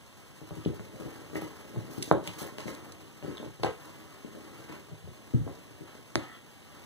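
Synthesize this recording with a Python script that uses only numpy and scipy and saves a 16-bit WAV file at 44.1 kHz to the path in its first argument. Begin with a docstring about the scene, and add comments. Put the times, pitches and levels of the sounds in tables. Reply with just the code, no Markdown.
"""Cats wrestling on a wooden floor

Bodies and paws thump hollow boards and joists, fur scuffs, claws tick and skid, pads rub the varnish,
and something small and hollow is knocked. The living room reverberates and hums quietly behind.
A phone with two microphone ports subtracts a delayed copy of each from the other for left and right."""
import sys
import numpy as np
from scipy import signal
from scipy.fft import rfft, irfft, next_fast_len
from scipy.io import wavfile
from scipy.ndimage import uniform_filter1d

SR = 44100
rng = np.random.default_rng(int(sys.argv[2]) if len(sys.argv) > 2 else 0)


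def transcribe(signal):
    """Save signal, clipped to [-1, 1], as a 16-bit WAV file at the path in sys.argv[1]."""
    frames = np.atleast_2d(signal).T
    limited = np.clip(frames, -1, 1)
    pcm = np.round(limited * 32767).astype(np.int16)
    wavfile.write(sys.argv[1], SR, pcm)


N = 302085
HALVES = np.array([[.5], [-.5]])  # splits a difference between two channels


def gain_of(db):
    return 10 ** (np.asarray(db) / 20)


def unit_rms(x):
    return x / np.sqrt(np.mean(x ** 2) + 1e-20)


def unit_peak(x):
    return x / abs(x).max()


def curve_at(table, hz, column=1):
    columns = np.transpose(table)
    return np.interp(np.log(hz + 1), np.log(columns[0] + 1), columns[column])


def add(mix, start_s, sound):
    part = mix[..., round(start_s * SR):][..., :sound.shape[-1]]
    part += sound[..., :part.shape[-1]]


def port_times(lead_samples):
    """Time axes of both ports for a wave that leads at the first."""
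    return (np.arange(SR // 3) - 12 + lead_samples * HALVES) / SR


def ringing(modes, detune):
    """Decaying sines, each randomly detuned."""
    t = np.arange(SR // 3) / SR
    shifts = 1 + detune * rng.standard_normal(len(modes))
    return sum(gain_of(db - 60 * t / t60) * np.sin(2 * np.pi * hz * shift * t)
               for (hz, db, t60), shift in zip(modes, shifts))


def grain(depth_db, samples):
    """Random gain of grip and slip."""
    return gain_of(depth_db * unit_rms(uniform_filter1d(rng.standard_normal(N), samples)))


# Diffuse field between the ports: f/Hz, coherence
COHERENCE = [(40, 1), (100, 0.84), (400, 1), (900, 0.11), (2000, 0.023), (4000, 0.022), (8000, 0.027)]


def diffuse(length, shape_db, size=256):
    """Noise from all sides at both ports, shaped by shape_db(hz, t)."""
    hz = np.fft.rfftfreq(size, 1 / SR)[:, None]
    t = np.arange(length * 4 // size + 5) * size / 4 / SR
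    a, b, c, d = rng.standard_normal((len(t), len(hz), 4)).T
    first, unrelated = a + 1j * b, c + 1j * d
    coherence = np.clip(curve_at(COHERENCE, hz), -1, 1)
    second = coherence * first + np.sqrt(1 - coherence ** 2) * unrelated
    spectra = np.array([first, second]) * gain_of(shape_db(hz, t))
    return signal.istft(spectra, nperseg=size, noverlap=size * 3 // 4)[1][:, :length]


# Room air spectrum: f/Hz, relative level/dB
AIR_SPECTRUM = [(30, -82), (70, -82), (150, -86.5), (330, -88), (700, -94.5), (1500, -99), (3000, -101),
                (6000, -105), (8500, -104), (11000, -109), (15000, -111)]


def air():
    """Steady hum and hiss of the house."""
    return diffuse(N, lambda hz, t: curve_at(AIR_SPECTRUM, hz) + 22, size=1024)


# Sliding fur spectra, low to high: f/Hz, relative level/dB
DRAG_SPECTRUM = [(200, -1.5), (500, -1.5), (1000, 7.5), (1900, 0.5), (3500, -10), (8000, -21)]
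HISS_SPECTRUM = [(1200, -34), (2800, -22), (4000, -5), (6000, -3.5), (8500, -6.5), (11000, -20),
                 (15000, -32)]
SIZZLE_SPECTRUM = [(7000, -20), (10000, -1), (12000, -3), (15000, -3.5)]


def fur(drag, hiss, sizzle):
    """Fur grips and slips on the boards: three noise bands, one envelope each."""
    catches = grain(depth_db=2.5, samples=400)
    bands = (drag, DRAG_SPECTRUM), (hiss, HISS_SPECTRUM), (sizzle, SIZZLE_SPECTRUM)
    return catches * sum(envelope * unit_rms(diffuse(N, lambda hz, t: curve_at(spectrum, hz)))
                         for envelope, spectrum in bands)


# Floor modes: f/Hz, relative level/dB, t60/s
BOARD_MODES = [(238, -6.5, 0.095), (315.5, 5.5, 0.047), (408, 3.5, 0.042), (436, -3.5, 0.052),
               (530, -4, 0.067), (591, -5.5, 0.077)]
JOIST_MODES = [(97.7, -9, 0.25), (123.5, 0, 0.084), (168, 2, 0.097)]


def floor(board_detune=0, joist_detune=0):
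    """Impulse responses of boards and joists; each spot shifts the modes a little."""
    return ringing(BOARD_MODES, board_detune), ringing(JOIST_MODES, joist_detune)


def padding(pats_per_s=250):
    """Many soft pats of paws and flanks shake the floor."""
    hits = rng.random(N) < pats_per_s / SR
    pats = hits * gain_of(2 * rng.exponential(1, N)) * rng.choice([-1, 1], N)
    boards, joists = floor()
    soft_pat = np.convolve(boards + 0.24 * joists, np.hanning(70))
    return unit_rms(signal.oaconvolve(pats, soft_pat)[:N])


# Wrestling envelope: t/s, relative drag level/dB, relative padding level/dB
WRESTLING = [(0.0, -65.5, -82), (0.48, -59, -59), (0.63, -56.5, -55), (0.97, -59, -42), (1.2, -56.5, -44.5),
             (1.6, -56, -48), (1.95, -56.5, -42.5), (2.312, -62.5, -48), (2.8, -52.5, -44.5),
             (3.03, -62, -50.5), (3.59, -63.5, -76), (3.85, -55.5, -50), (4.25, -59.5, -55),
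             (4.58, -56, -45), (5.02, -63.5, -59), (5.5, -59.5, -48), (6.449, -62.5, -69), (6.85, -58, -52)]


def tussle():
    """Continuous padding and scuffing, with single slides on top."""
    times, *levels = np.transpose(WRESTLING)
    drag_db, pad_db = (np.interp(np.arange(N) / SR, times, db) for db in levels)
    steady_hiss = gain_of(-57.5 + 0.5 * (drag_db + 51.5))  # follows half the drag's swing in dB
    drag = gain_of(drag_db) + slides(column=2)
    hiss = steady_hiss + slides(column=3)
    sizzle = steady_hiss + slides(column=4)
    return 0.46 * gain_of(pad_db) * padding() + 0.94 * fur(drag, hiss, sizzle)


# Floor blows: t/s, level/dB, contact/ms, joist boom offset/dB, slap offset/dB, port 1 over 2/dB
FLOOR_BLOWS = [(0.415, -31.5, 2.2, -15, -9, -5), (0.508, -30.5, 1.2, -8, -3.5, -12),
               (0.57, -25.5, 3.3, -16, -16, -3), (0.648, -36, 3.1, -20, -3, 0),
               (0.66, -15, 3.5, -10, -0.5, -2.5), (0.735, -34, 2, -25, -1, -1),
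               (0.795, -34.5, 0.76, -1.5, -0.5, 4), (0.999, -25.5, 1.4, -37, -14, -11),
               (1.05, -24.5, 2.06, -21, -16, -9), (1.331, -27, 1.7, -38, -13, -12),
               (1.3548, -16, 1, -49, -12.5, 0), (1.421, -25.5, 2, -15, -1, -4),
               (1.744, -32, 1.4, -9, -9, 2), (1.761, -30, 1.6, -1.5, -1, -6), (1.769, -30.5, 3.1, 1, -3, 0),
               (1.89, -31.5, 1.6, -27, -7, -11), (1.979, -19, 2.4, -32, -25, -9),
               (2.1132, -7.5, 1.25, -13.5, 5.5, -1), (2.276, -37, 0.65, -1, 7, 1),
               (2.417, -20.5, 0.66, -32, -19, -10), (2.5844, -30, 0.43, -17, -0.5, 8),
               (2.656, -21, 1.9, -38, -22, -7), (2.681, -23.5, 1.45, -35, -9, -8),
               (2.72, -46, 2.2, -28, -7, 5), (3.226, -26, 0.59, -16, -7.5, -7),
               (3.246, -22.5, 1.85, -31, -15, -1), (3.28, -19.5, 1.8, -40, -19, -8),
               (3.304, -27.5, 1.9, -35, -20, -3), (3.399, -24, 1.8, -35, -15, -7),
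               (3.429, -26.5, 1.44, -20, -5, -3), (3.462, -34, 2.2, -5, -5, 2),
               (3.597, -34.5, 1.7, -3.5, -4, 0), (3.634, -20, 1.87, -23, 3.5, 2),
               (3.6461, -24, 1.64, -29, 6, 7), (3.659, -30, 1.57, -6, 3, -6),
               (4.246, -25, 2.2, -37, -22, 0), (4.349, -31.5, 0.9, -36, -16, -16),
               (4.696, -25, 2.6, -40, -11, -5), (4.914, -35.5, 1, -4, -8, -9), (5.037, -39, 9.4, 5, -13, 0),
               (5.075, -36, 2, -5, -3, -3), (5.337, -17, 3.2, -14, -15, 0),
               (5.343, -17.5, 6.7, -14, 3.5, 0.5), (5.365, -23.5, 10.5, -8, 0, -2),
               (5.398, -31, 10, 2, 7, -7), (5.466, -22.5, 2.3, -18, -12, 1),
               (5.477, -31.5, 1.53, -21, 0, -2), (5.808, -29, 1.9, -34, -29, -12.5),
               (5.952, -36, 2.1, -30, -4, -2), (6.1557, -27.5, 0.72, -6, 13, 11),
               (6.158, -23, 3.25, -6.5, 3, 3.5)]


def thumps():
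    """A short push rings boards and joists; its sudden change is heard as a slap."""
    blows, slaps = np.zeros((2, 2, N))
    for start_s, db, contact_ms, boom_db, slap_db, lean_db in FLOOR_BLOWS:
        lean = gain_of(lean_db * HALVES)
        t = port_times(lead_samples=0.75 - 1.2 * slap_db)  # barer slaps lie towards port 2
        progress = np.clip(t * 1000 / contact_ms, 0, 1)
        push = np.sin(np.pi * progress) ** 2
        boards, joists = (unit_peak(signal.oaconvolve(push, ring[None])[:, :t.shape[1]])
                          for ring in floor(board_detune=0.038, joist_detune=0.047))
        phase = np.pi * progress ** 0.84  # starts faster than it ends
        slap = -(np.sin(2 * phase) + 0.68 * np.sin(phase)) * np.sin(phase)  # change plus plain push
        add(blows, start_s, lean * gain_of(db) * (.5 * boards + gain_of(boom_db) * joists))
        add(slaps, start_s, lean * gain_of(db + slap_db) * slap)
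    return blows, slaps


# Claws on varnish: t/s, level/dB, f/Hz, ring decay/cycles, skid t60/ms
CLAW_TICKS = [(0.649, -36, 3730, 1.3, 45), (1.356, -31, 1920, 2.3, 35), (2.0251, -15.5, 5750, 0.91, 9.8),
              (2.0285, -16, 7500, 0.65, 11), (2.041, -38, 6000, .5, 15), (2.1129, -24, 3700, 1.2, 3.4),
              (2.124, -30, 7000, 0.35, 18), (2.268, -38, 3350, 0.39, 10), (2.275, -15.5, 4320, 0.23, 2.1),
              (2.2787, -25.5, 5850, 0.35, 4.1), (2.418, -33, 9000, 0.52, 8), (2.427, -29, 9000, 0.57, 15),
              (2.583, -29, 5530, 0.35, 8.5), (2.605, -31, 6500, .5, 10), (2.68, -34, 2140, 2.4, 23),
              (2.749, -31, 6700, 0.64, 11), (2.921, -32, 6550, 0.97, 19), (3.371, -33, 3700, 2.5, 3.2),
              (3.38, -32, 3470, 2.1, 6.4), (3.633, -20, 3860, 1.1, 19), (3.632, -35, 7200, 1.2, 16),
              (3.647, -29.5, 6350, 1.7, 28), (3.824, -39, 14000, 1, 5), (3.833, -41, 14100, 1, 5),
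              (3.856, -39, 9300, 1.7, 7.8), (6.1555, -9, 5800, 0.86, 1.2)]


def ticks(length=3000, skid_db=-11):
    """A claw clicks with a brief bright ring, then skids a little."""
    out = np.zeros((2, N))
    t = np.maximum(port_times(lead_samples=3.9)[:, :length], 0)
    for start_s, db, hz, cycles, t60_ms in CLAW_TICKS:
        ring = np.sin(2 * np.pi * hz * t) * np.exp(-t * hz / cycles)
        click = signal.sosfilt(signal.butter(4, 0.37 * hz, "high", fs=SR, output="sos"), ring)
        skid = gain_of(skid_db - 60000 * t[0] / t60_ms) * rng.standard_normal(length)
        skid[0] = 1  # first contact
        add(out, start_s, gain_of(db) * unit_peak(signal.oaconvolve(click, skid[None])[:, :length]))
    return out


# Fur and claw slides: t/s, length/s, relative levels of drag/dB, hiss/dB, sizzle/dB
FUR_SLIDES = [(0.99, 0.2, -59, -65, -63), (1.347, 0.039, -51, -53, -51), (1.411, 0.041, -47.5, -60, -52),
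              (1.895, 0.18, -71, -62, -57), (2.016, 0.084, -89, -46.5, -50), (2.232, 0.16, -51, -51, -55),
              (2.381, 0.058, -48.5, -45.5, -44.5), (2.403, 0.097, -48.5, -54.5, -49),
              (2.575, 0.078, -52, -55, -69), (2.663, 0.1, -55.5, -55.5, -57),
              (3.217, 0.31, -54.5, -63, -68), (3.63, 0.088, -41.5, -54, -80), (4.68, 0.093, -50, -64, -75),
              (5.855, 0.097, -57.5, -82, -80), (6.187, 0.07, -46.5, -63, -76), (6.246, 0.14, -65, -95, -85)]


def slides(column, ramp_share=.12, fade_db=-11.5):
    """One band's envelope: each slide swells, fades and is gritty as hairs and claws catch."""
    out = np.zeros(N)
    for row in FUR_SLIDES:
        start_s, length_s = row[:2]
        progress = np.arange(0, length_s, 1 / SR) / length_s
        ramps = np.minimum(np.minimum(progress, 1 - progress) / ramp_share, 1)
        add(out, start_s, ramps * gain_of(row[column] + fade_db * progress))
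    return out * grain(depth_db=4.6, samples=50)


# Knocks on the hollow body: t/s, level/dB
HOLLOW_KNOCKS = [(3.634, -17), (3.646, -27.5), (3.659, -31), (5.475, -35)]
# Its modes: f/Hz, relative level/dB, t60/s
HOLLOW_MODES = [(453, 7.5, 0.044), (518, 5, 0.093), (677, 1, 0.06), (807, 5.5, 0.034), (1022, -1.5, 0.068),
                (1430, -6, 0.013)]


def knocks():
    """A quick push rings a small hollow body."""
    out = np.zeros(N)
    for start_s, db in HOLLOW_KNOCKS:
        knock = np.convolve(np.hanning(14), ringing(HOLLOW_MODES, detune=0.036))
        add(out, start_s, gain_of(db) * unit_peak(knock))
    return out


# Pad rubs: t/s, length/s, level/dB, start f/Hz, end f/Hz, bandwidth/Hz
PAD_RUBS = [(3.91, .2, -70, 14150, 14900, 90), (6.2, .17, -58, 1740, 1960, 140),
            (6.27, .12, -61, 1250, 1380, 160), (6.32, .05, -62, 3350, 3250, 200)]


def rubs():
    """Paw pads rub the varnish: noise in narrow resonances that creep in pitch."""
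    out = np.zeros(N)
    for start_s, length_s, db, from_hz, to_hz, width_hz in PAD_RUBS:
        progress = np.arange(0, length_s, 1 / SR) / length_s
        carrier = np.exp(2j * np.pi * np.cumsum(from_hz + (to_hz - from_hz) * progress) / SR)
        pole = np.exp(-np.pi * width_hz / SR)
        noise = [1, 1j] @ rng.standard_normal((len(progress), 2)).T
        narrow = signal.lfilter([1 - pole], [1, -pole], noise)
        swell = np.sqrt(np.sin(np.pi * progress))
        add(out, start_s, gain_of(db) * swell * unit_rms((carrier * narrow).real))
    return out


# Living room decay: f/Hz, t60/s
ROOM_DECAY = [(100, 0.19), (300, 0.28), (1000, 0.25), (3000, 0.28), (8000, 0.13)]


def room(source, tails=3, turns_per_s=2.3):
    """Diffuse tails, each band at its own decay rate; they take turns as the cats move about."""
    out = np.zeros((2, N))
    turn = np.arange(N) / SR * turns_per_s
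    onset = np.clip((np.arange(SR // 2) - 60) / 250, 0, 1)
    for k in range(tails):
        tail = onset * diffuse(SR // 2, lambda hz, t: -60 * t / curve_at(ROOM_DECAY, hz))
        share = np.sqrt(2 / tails) * np.cos(np.pi * (turn + k / tails))
        out += signal.oaconvolve((source * share)[None], tail / np.linalg.norm(tail[0]))[:, :N]
    return out


def scene():
    """Direct sound, reverberation and room air at both ports."""
    blows, slaps = thumps()
    claws = ticks()
    scuffle = tussle() + rubs()
    blows = blows + knocks()
    # Slaps are aimed, so less of them fills the room.
    send = gain_of(3) * blows + gain_of(-6.5) * slaps + gain_of(-3) * claws + gain_of(-0.5) * scuffle
    return blows + slaps + claws + scuffle + room(send.mean(0)) + air()


# Phone ports: f/Hz, port 1 over 2/dB, share of delayed port subtracted, left over right/dB
PORT_RESPONSE = [(80, 3.5, 0.99, 0), (317, 6.5, 1, 2.5), (1465, 11, 0.56, -5.5), (2790, 19, 0.97, 1),
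                 (4670, 9.5, 0.26, -10.5), (8650, 19, 0.13, -16), (11200, -2, 0.053, -2),
                 (15200, -2, 0.18, -5)]


def record(dry, spacing_s=1 / 2530, low_cut_hz=70, high_cut_hz=15620):
    """Unequal ports, each minus the other delayed by their spacing; a bass lift offsets the loss."""
    size = next_fast_len(N + 8192)
    hz = np.fft.rfftfreq(size, 1 / SR)
    mismatch_db, share, lean_db = (curve_at(PORT_RESPONSE, hz, column) for column in (1, 2, 3))
    ports = rfft(dry, size) * gain_of(HALVES * mismatch_db)
    delay = np.exp(-2j * np.pi * hz * spacing_s)
    differences = ports - share * delay * ports[::-1]
    bass_lift = (1j * hz + 420) / (1j * hz + 60) / 2
    low_cut = (hz ** 2 / (hz ** 2 - 1.3j * hz * low_cut_hz - low_cut_hz ** 2)) ** 2
    stereo = irfft(differences * bass_lift * low_cut * gain_of(HALVES * lean_db), size)[:, :N]
    high_cut = signal.firwin(511, high_cut_hz, window=("kaiser", 9), fs=SR)
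    return signal.oaconvolve(stereo, high_cut[None], "same")


dry = scene()
out = record(dry)
transcribe(out)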